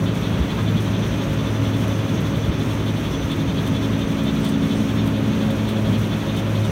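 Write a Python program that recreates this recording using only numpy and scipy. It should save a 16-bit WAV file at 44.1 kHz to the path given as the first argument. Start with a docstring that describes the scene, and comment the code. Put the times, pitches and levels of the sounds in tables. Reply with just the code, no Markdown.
"""A workshop, close to a paper slitter-rewinder at steady speed; one microphone, carried along the roll.
Motor and gears hum over the rumble of rollers and frame, swelling and fading as the microphone moves.
A roller rubs and squeaks once a turn, the sliding web hisses, and the motor drive whines near 6 kHz.
The paper crackles, ticks and swishes; somewhere in the room, loose metal clatters once."""
import sys
import numpy as np
from scipy import signal
from scipy.fft import rfft, irfft, next_fast_len
from scipy.io import wavfile
from scipy.ndimage import uniform_filter1d

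SR = 44100
rng = np.random.default_rng(int(sys.argv[2]) if len(sys.argv) > 2 else 0)


def put_to_file(sound):
    """Save the sound as 16-bit audio at rate SR, in the file named by the first command-line argument."""
    columns = np.atleast_2d(sound).T  # one column per channel
    safe = np.clip(columns, -1, 1)
    whole_steps = np.round(safe * 32767)
    wavfile.write(sys.argv[1], SR, whole_steps.astype(np.int16))


N = 295911
TIME = np.arange(N) / SR

# motor hum, walking through the standing waves along the machine: time_s, level_db
MOTOR_LEVEL = [(0.0, -36), (0.03, -24.5), (0.56, -31.5), (0.63, -22), (1.44, -31), (1.48, -24), (2.99, -26),
               (3.1, -30.5), (3.85, -24), (4.35, -39.5), (4.54, -29), (4.6, -34.5), (4.97, -24),
               (5.33, -30.5), (6.02, -21.5), (6.2, -30), (6.62, -20), (6.71, -26)]
# its octave, loudest at the far side frame: time_s, level_db
MOTOR_OCTAVE_LEVEL = [(0, -36), (1.3, -33), (2.5, -45), (3.3, -36), (4.2, -26.5), (4.85, -23.5),
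                      (5.15, -27), (5.5, -23), (6, -29.5), (6.71, -29.5)]
# gear mesh, loudest as the microphone passes the end of the roll: time_s, level_db
GEAR_LEVEL = [(0.0, -32), (0.61, -41), (1.74, -30), (3.07, -40.5), (3.12, -31.5), (4.75, -26.5),
              (5.66, -33), (6.09, -43), (6.39, -35), (6.71, -50)]
# its octave, with standing waves of its own: time_s, level_db
GEAR_OCTAVE_LEVEL = [(0, -46.5), (1.3, -45), (2.55, -39.5), (3.1, -48), (5.1, -51), (5.4, -36.5),
                     (5.9, -38), (6.71, -41)]
# belt drive, loudest at the end where the walk begins: time_s, level_db
BELT_LEVEL = [(0, -26), (2, -27), (4.1, -28), (4.6, -26.5), (5.3, -29.5), (6.71, -30.5)]
# tones of the belt drive: pitch_hz, gain_db
BELT_TONES = [(147, -7.5), (154.4, -8.5), (163.2, -6.5), (186.1, -7)]
# weaker tones of the shafts: pitch_hz, level_db
SHAFT_TONES = [(59.7, -45), (68.7, -42), (233, -42.5), (281, -43.5), (322, -43), (356, -45.5), (380, -49),
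               (427, -49), (522, -63), (538.5, -44.5), (641, -52)]

# roller rumble, fading with distance, and frame drone: time_s, roller_db, frame_db
RUMBLE_LEVEL = [(0, -33.5, -26.5), (3.3, -34, -26.5), (4.1, -33.5, -29), (5.6, -35.5, -26),
                (6.71, -42, -26.5)]
# dull thumps in the rumble: peak_s, level_db
THUMPS = [(0.32, -24), (0.41, -20), (1.29, -25), (2.5, -22.5), (3.08, -27), (3.25, -25), (4.95, -32),
          (5.85, -24)]
# spectra of the rollers, the frame and the panels: frequency_hz, gain_db
ROLLER_COLOUR = [(10, -36), (20, -38), (30, -12), (45, -6.5), (62, 3.5), (85, 0), (110, -2.5), (150, -35),
                 (300, -67)]
FRAME_COLOUR = [(60, -44), (95, -4), (125, 0), (148, 0), (185, 0.5), (230, -2), (280, -5), (350, -23.5),
                (700, -81)]
PANEL_COLOUR = [(120, -40), (230, -7.5), (310, 4.5), (370, 0.5), (440, 0.5), (505, -5), (560, -3.5),
                (640, -4), (760, -13.5), (1100, -17), (3000, -66)]

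# the rubbing roller, heard along the walk: time_s, level_db
RUB_LEVEL = [(0, -33), (.8, -32.5), (2.0, -36.5), (2.6, -34.5), (3.6, -31), (4.3, -31.5), (5.05, -35),
             (5.8, -32.5), (6.71, -34.5)]
# two other rollers run out of true and load it in turn: turns_per_s, heaviest_s
WOBBLES = [(4.269, .045), (6.466, .085)]
# how far each of them swings the rub: swing_db
WOBBLE_SWINGS = [2.5, 1.1]
# modes of the rubbed roller: pitch_hz, gain_db, t60_s
ROLLER_MODES = [(3055, -10.5, 0.15), (3127, -10.5, 0.072), (3263, -12.5, 0.095), (3265, -11, .06),
                (3380, -20, 0.059), (3480, -10, 0.091), (3584, -13, 0.07), (3550, -30, .05),
                (3690, -13.5, 0.048), (3828, -13, 0.047), (3850, -16, 0.035), (4090, -15, .05),
                (4314, -18, 0.05)]
# spectrum of its scrape: frequency_hz, gain_db
SCRAPE_COLOUR = [(1500, -1), (2700, 4), (3120, -17), (3470, 14), (3620, -2), (4000, -11), (4500, -1),
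                 (5000, -17), (6800, -12), (9000, -38)]

# web hiss, dipping while the thick roll screens it from the microphone: time_s, level_db
WEB_LEVEL = [(0, -35), (1.6, -34.5), (3.8, -35.5), (5, -35.5), (6.2, -34.5), (6.71, -35)]
# spectra of the hiss and of its airy top: frequency_hz, gain_db
WEB_COLOUR = [(300, -15), (720, -4), (900, 1), (1250, 0), (1600, -2.5), (2400, -5.5), (2800, -5.5),
              (3450, -7), (4200, -13.5), (4900, -19), (6000, -40)]
AIR_COLOUR = [(3000, -39), (4900, -4.5), (5500, 4.5), (6400, 2.5), (7000, 0), (7600, -5), (8500, -2.5),
              (9700, -4.5), (10500, -9.5), (11100, -6), (12000, -6), (13000, -6), (15800, -6)]
# guide rollers ringing faintly under the web: pitch_hz, gain_db, t60_s
GUIDE_MODES = [(981, -63, 0.21), (1232, -59, 0.1), (1385, -64, 0.071), (2214, -51.5, 0.17),
               (2475, -48, 0.097)]

# whine of the motor drive along the walk: time_s, level_db
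WHINE_LEVEL = [(0, -56), (.9, -53.5), (1.5, -52), (1.8, -55), (2.1, -52), (2.3, -53.5), (3.3, -54.5),
               (3.7, -53.5), (4.1, -55), (4.85, -53.5), (5.1, -59), (5.3, -54.5), (5.65, -57.5),
               (6.71, -56)]
# sidebands of the switching tone, sung by the motor windings: pitch_hz, gain_db
SIDEBANDS = [(5320, -11), (5464, -3), (5529, -8), (5615, -13), (5690, -10), (5895, 2), (5963, 2),
             (6030, -2), (6467, -2), (6676, -9)]

# crackles of the paper: snap_s, body_db, top_db
CRACKLES = [(0.8061, -37, -48), (1.8804, -45, -48), (2.2044, -43, -48), (2.6688, -39, -52),
            (3.3139, -39, -53), (3.6666, -37, -45), (4.2363, -40, -47), (4.445, -34, -44),
            (4.4877, -34, -48), (5.06, -37, -41), (5.5064, -39, -45), (5.689, -35, -42), (5.985, -43, -44),
            (6.3644, -39, -47), (6.6463, -37, -54)]
# spectra of a crackle's body and of its bright top: frequency_hz, gain_db
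CRACKLE_COLOUR = [(2000, -20), (5000, 4.5), (7000, 0.5), (9000, 5.5), (10300, -6), (12000, -25)]
SPARKLE_COLOUR = [(8500, -25), (10500, -4), (11800, 1), (15500, -1.5)]
# softer swishes of the paper: peak_s, level_db, half_length_s
SWISHES = [(4.457, -47, 0.056), (4.777, -47, .035), (6.005, -55, .02)]
# modes of the loose metal: pitch_hz, gain_db, t60_s
CLATTER_MODES = [(940, -44, .09), (1040, -35.5, 0.11), (1240, -42, 0.073), (1240, -37, .14),
                 (1610, -43, 0.063)]


def hum(motor_hz=107.0, gear_hz=273.8, gear_gain_db=1.0):
    """Motor and gear mesh each sound a tone and its octave, among lesser belt and shaft tones."""
    motor, = in_time(MOTOR_LEVEL)
    motor_octave, = in_time(MOTOR_OCTAVE_LEVEL)
    gear, = in_time(GEAR_LEVEL)
    gear_octave, = in_time(GEAR_OCTAVE_LEVEL)
    belts, = in_time(BELT_LEVEL)
    out = from_db(motor) * tone(motor_hz, unrest=0.066, rate=2.3)
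    out += from_db(motor_octave) * tone(2 * motor_hz, unrest=0.082, rate=5.5)
    out += from_db(gear + gear_gain_db) * tone(gear_hz, unrest=0.08, rate=5.0)
    out += from_db(gear_octave) * tone(2 * gear_hz, unrest=0.47, rate=3.0)
    out += from_db(belts) * tones(BELT_TONES, unrest=0.3, rate=0.67)
    return out + tones(SHAFT_TONES, unrest=0.26, rate=0.34)


def rumble(roller_gain_db=-0.5, frame_swell_db=2.46, panel_db=-30.7, thump_half_s=.03):
    """Rollers rumble and now and then thump; frame and panels drone with them."""
    rollers, frame = in_time(RUMBLE_LEVEL)
    thumps = sum(from_db(db) * swell(s, thump_half_s) for s, db in THUMPS)
    shake = np.hypot(from_db(rollers + roller_gain_db + drift(10)), thumps)
    out = shake * steady(noise(ROLLER_COLOUR), span_s=0.18)
    out += from_db(frame + frame_swell_db * drift(10)) * steady(noise(FRAME_COLOUR), span_s=0.044)
    return out + from_db(panel_db + .5 * drift(6.9)) * steady(noise(PANEL_COLOUR), span_s=0.19)


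def roller_rub(friction_db=-5.5, scrape_db=-3.0, squeak_db=-9.5, rise_s=0.022, fall_s=.023, bend_hz=25):
    """Contact pressure swells each turn; friction scrapes, rings the roller and locks onto one pitch."""
    power = np.full(N, from_db(-47) ** 2)  # light contact between rubs
    squeaks = np.zeros(N)
    for s, db, hz in roller_turns():
        near = around(s)
        lag = TIME[near] - s
        width = np.where(lag < 0, rise_s, fall_s)
        pressure = 1 / (1 + (lag / width) ** 2 / 2) ** 2
        power[near] += (from_db(db) * pressure) ** 2
        # the squeak is highest where the pressure peaks
        phase = 2 * np.pi * np.cumsum(hz + bend_hz * (pressure - 1)) / SR
        squeaks[near] += from_db(db + squeak_db) * pressure * np.sqrt(2) * np.sin(phase)
    friction = rms_one(ringing(1, ROLLER_MODES)) + from_db(scrape_db) * noise(SCRAPE_COLOUR)
    return from_db(friction_db) * np.sqrt(power) * steady(friction, span_s=0.02) + squeaks


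def roller_turns(turns_per_s=11.408, first_s=.078, jitter_s=.003, scatter_db=1.06,
                 squeak_hz=3455, scatter_hz=85):
    """One rub a turn, harder when the wobbling rollers press on it: peak_s, level_db, pitch_hz."""
    s = first_s + np.arange(int(N / SR * turns_per_s)) / turns_per_s
    late, harder, higher = rng.standard_normal((len(s), 3)).T
    load = sum(db * np.cos(2 * np.pi * rate * (s - heaviest))
               for (rate, heaviest), db in zip(WOBBLES, WOBBLE_SWINGS))
    level = np.interp(s, *np.transpose(RUB_LEVEL)) + load + scatter_db * harder
    return zip(s + jitter_s * late, level, squeak_hz + scatter_hz * higher)


def web_hiss(air_db=-48.0, flicker_db=.5, air_flicker_db=1.5):
    """Paper slides over the rollers with a broad hiss and makes them ring."""
    level, = in_time(WEB_LEVEL)
    hiss = from_db(level + flicker_db * drift(9.3)) * noise(WEB_COLOUR)
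    air = from_db(air_db + air_flicker_db * drift(16)) * noise(AIR_COLOUR)
    return hiss + air + ringing(0.64, GUIDE_MODES)


def drive_whine(switching_hz=6105, main_db=-2, main_fade_db=1.9, sideband_fade_db=2.8, sway_m=0.01):
    """The drive's switching tone and its sidebands fade in and out as the microphone moves."""
    level, = in_time(WHINE_LEVEL)
    sidebands = steady(tones(SIDEBANDS, unrest=1.0, rate=2.1), span_s=0.11)
    out = from_db(level + main_db + main_fade_db * drift(10)) * tone(switching_hz, unrest=0.15, rate=7.3)
    out += from_db(level + sideband_fade_db * drift(9)) * sidebands
    # the swaying hand changes the distance, which bends the pitch a little; sound travels 343 m/s
    return np.interp(TIME + sway_m * drift(1.5) / 343, TIME, out)


def crackles(body_gain_db=-7.5, top_gain_db=0.5, snap_db=4.0, grit_db=4.0, rise_s=0.0022, t60_s=.14):
    """The paper crackles: a quick build-up, a snap and a gritty tail, some duller, some brighter."""
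    body, top = np.zeros(N), np.zeros(N)
    grit = rms_one(rng.standard_normal(N) * from_db(grit_db * drift(200)))
    for s, body_db, top_db in CRACKLES:
        near = around(s)
        lag = TIME[near] - s
        envelope = np.exp(np.where(lag < 0, lag / rise_s, -np.log(1000) * lag / t60_s))
        burst = grit[near] * envelope
        burst[np.argmin(abs(lag))] += from_db(snap_db)
        body[near] += from_db(body_db + body_gain_db) * burst
        top[near] += from_db(top_db + top_gain_db) * burst
    return coloured(body, CRACKLE_COLOUR) + coloured(top, SPARKLE_COLOUR)


def swishes():
    """The web slips a little and swishes."""
    return sum(from_db(db) * swell(s, half_s) for s, db, half_s in SWISHES) * noise(CRACKLE_COLOUR)


def fibre_ticks(level_db=-60.0, ticks_per_s=450, spread_db=1.5, clump_db=2.5):
    """Fine ticks come in clumps as the paper flexes, each ringing at one of several treble pitches."""
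    sizes = from_db(spread_db * np.minimum(rng.exponential(1, N), 3.5))
    signs = rng.choice([-1, 1], N)
    ticks = sizes * signs * (rng.random(N) < ticks_per_s * from_db(clump_db * drift(9)) / SR)
    pitches_hz = [6700, 8100, 8450, 8800, 9100, 9400, 11500, 11900, 12300, 13200, 14500]
    pitch_index = rng.integers(0, len(pitches_hz), N)
    rings = sum(ring(ticks * (pitch_index == k), hz, t60_s=.007) for k, hz in enumerate(pitches_hz))
    return from_db(level_db) * rms_one(rings)


def clatter(peak_s=0.59, half_length_s=0.021):
    """Loose metal rattles briefly somewhere in the workshop."""
    return ringing(swell(peak_s, half_length_s), CLATTER_MODES)


def tone(hz, unrest, rate):
    """A machine tone; part reaches the microphone by scattered paths, so level and phase waver."""
    phase = 2 * np.pi * (hz * TIME + rng.random())
    return rms_one((1 + unrest * drift(rate)) * np.sin(phase) + unrest * drift(rate) * np.cos(phase))


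def tones(rows, unrest, rate):
    """Several machine tones, each wavering on its own."""
    return sum(from_db(db) * tone(hz, unrest, rate) for hz, db in rows)


def ring(force, hz, t60_s):
    """One mode ringing under a force; its gain in power is 1 for white input."""
    r, w = from_db(-60 / (t60_s * SR)), 2 * np.pi * hz / SR
    gain = np.sqrt(2 * (1 - r * r)) * np.sin(w)
    return signal.lfilter([gain], [1, -2 * r * np.cos(w), r * r], force + 1e-18)


def ringing(force, modes):
    """A body's modes, each shaken by its own share of a noisy friction force."""
    return sum(from_db(db) * ring(force * rng.standard_normal(N), hz, t60) for hz, db, t60 in modes)


def coloured(x, spectrum):
    """Give a signal a spectrum while keeping the power of white input."""
    size = next_fast_len(N)
    hz, db = np.transpose(spectrum)
    bins_hz = np.arange(size // 2 + 1) * SR / size
    gain = from_db(np.interp(np.log(bins_hz + 1), np.log(hz), db))
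    return irfft(rfft(x, size) * rms_one(gain), size)[:N]


def noise(spectrum):
    """Noise of a given colour, rms 1."""
    return rms_one(coloured(rng.standard_normal(N), spectrum))


def steady(x, span_s):
    """Even out the swells of a vibration that last longer than span_s."""
    size = max(int(span_s * SR), 2)
    return x / np.sqrt(uniform_filter1d(uniform_filter1d(x ** 2, size), size) + 1e-12)


def drift(rate):
    """A random wander of rms 1, changing about `rate` times a second."""
    hop, settle = 40, 2000
    r = np.exp(-2 * np.pi * hop * rate / SR)
    white = rng.standard_normal(N // hop + settle + 2)
    slow = signal.lfilter([1], [1, -2 * r, r * r], white)[settle:]
    return np.interp(np.arange(N) / hop, np.arange(len(slow)), rms_one(slow))


def swell(peak_s, half_length_s):
    """A bell-shaped rise and fall."""
    return np.exp(-((TIME - peak_s) / half_length_s) ** 2)


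def around(s):
    """The samples within a tenth of a second of a moment."""
    return slice(max(int((s - .1) * SR), 0), int((s + .1) * SR))


def in_time(rows):
    """Each column of a curve at every sample."""
    s, *columns = np.transpose(rows)
    return [np.interp(TIME, s, c) for c in columns]


def from_db(db):
    """Decibels to gain."""
    return 10 ** (np.asarray(db) / 20)


def rms_one(x):
    """Scale to rms 1."""
    return x / np.sqrt(np.mean(x ** 2) + 1e-20)


def scene():
    """The machine, its paper and the workshop at one hand-held microphone."""
    machine = rumble() + hum() + drive_whine() + roller_rub()
    paper = web_hiss() + fibre_ticks() + crackles() + swishes()
    return (machine + paper + clatter())[None, :]


def record(dry):
    """The microphone drops the bass below 31 Hz; the top is cut steeply above 15750 Hz."""
    low_cut = signal.butter(6, 31, "high", fs=SR, output="sos")
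    high_cut = signal.ellip(12, .1, 90, 15750, fs=SR, output="sos")
    return signal.sosfilt(high_cut, signal.sosfilt(low_cut, dry))


dry = scene()
out = record(dry)
put_to_file(out)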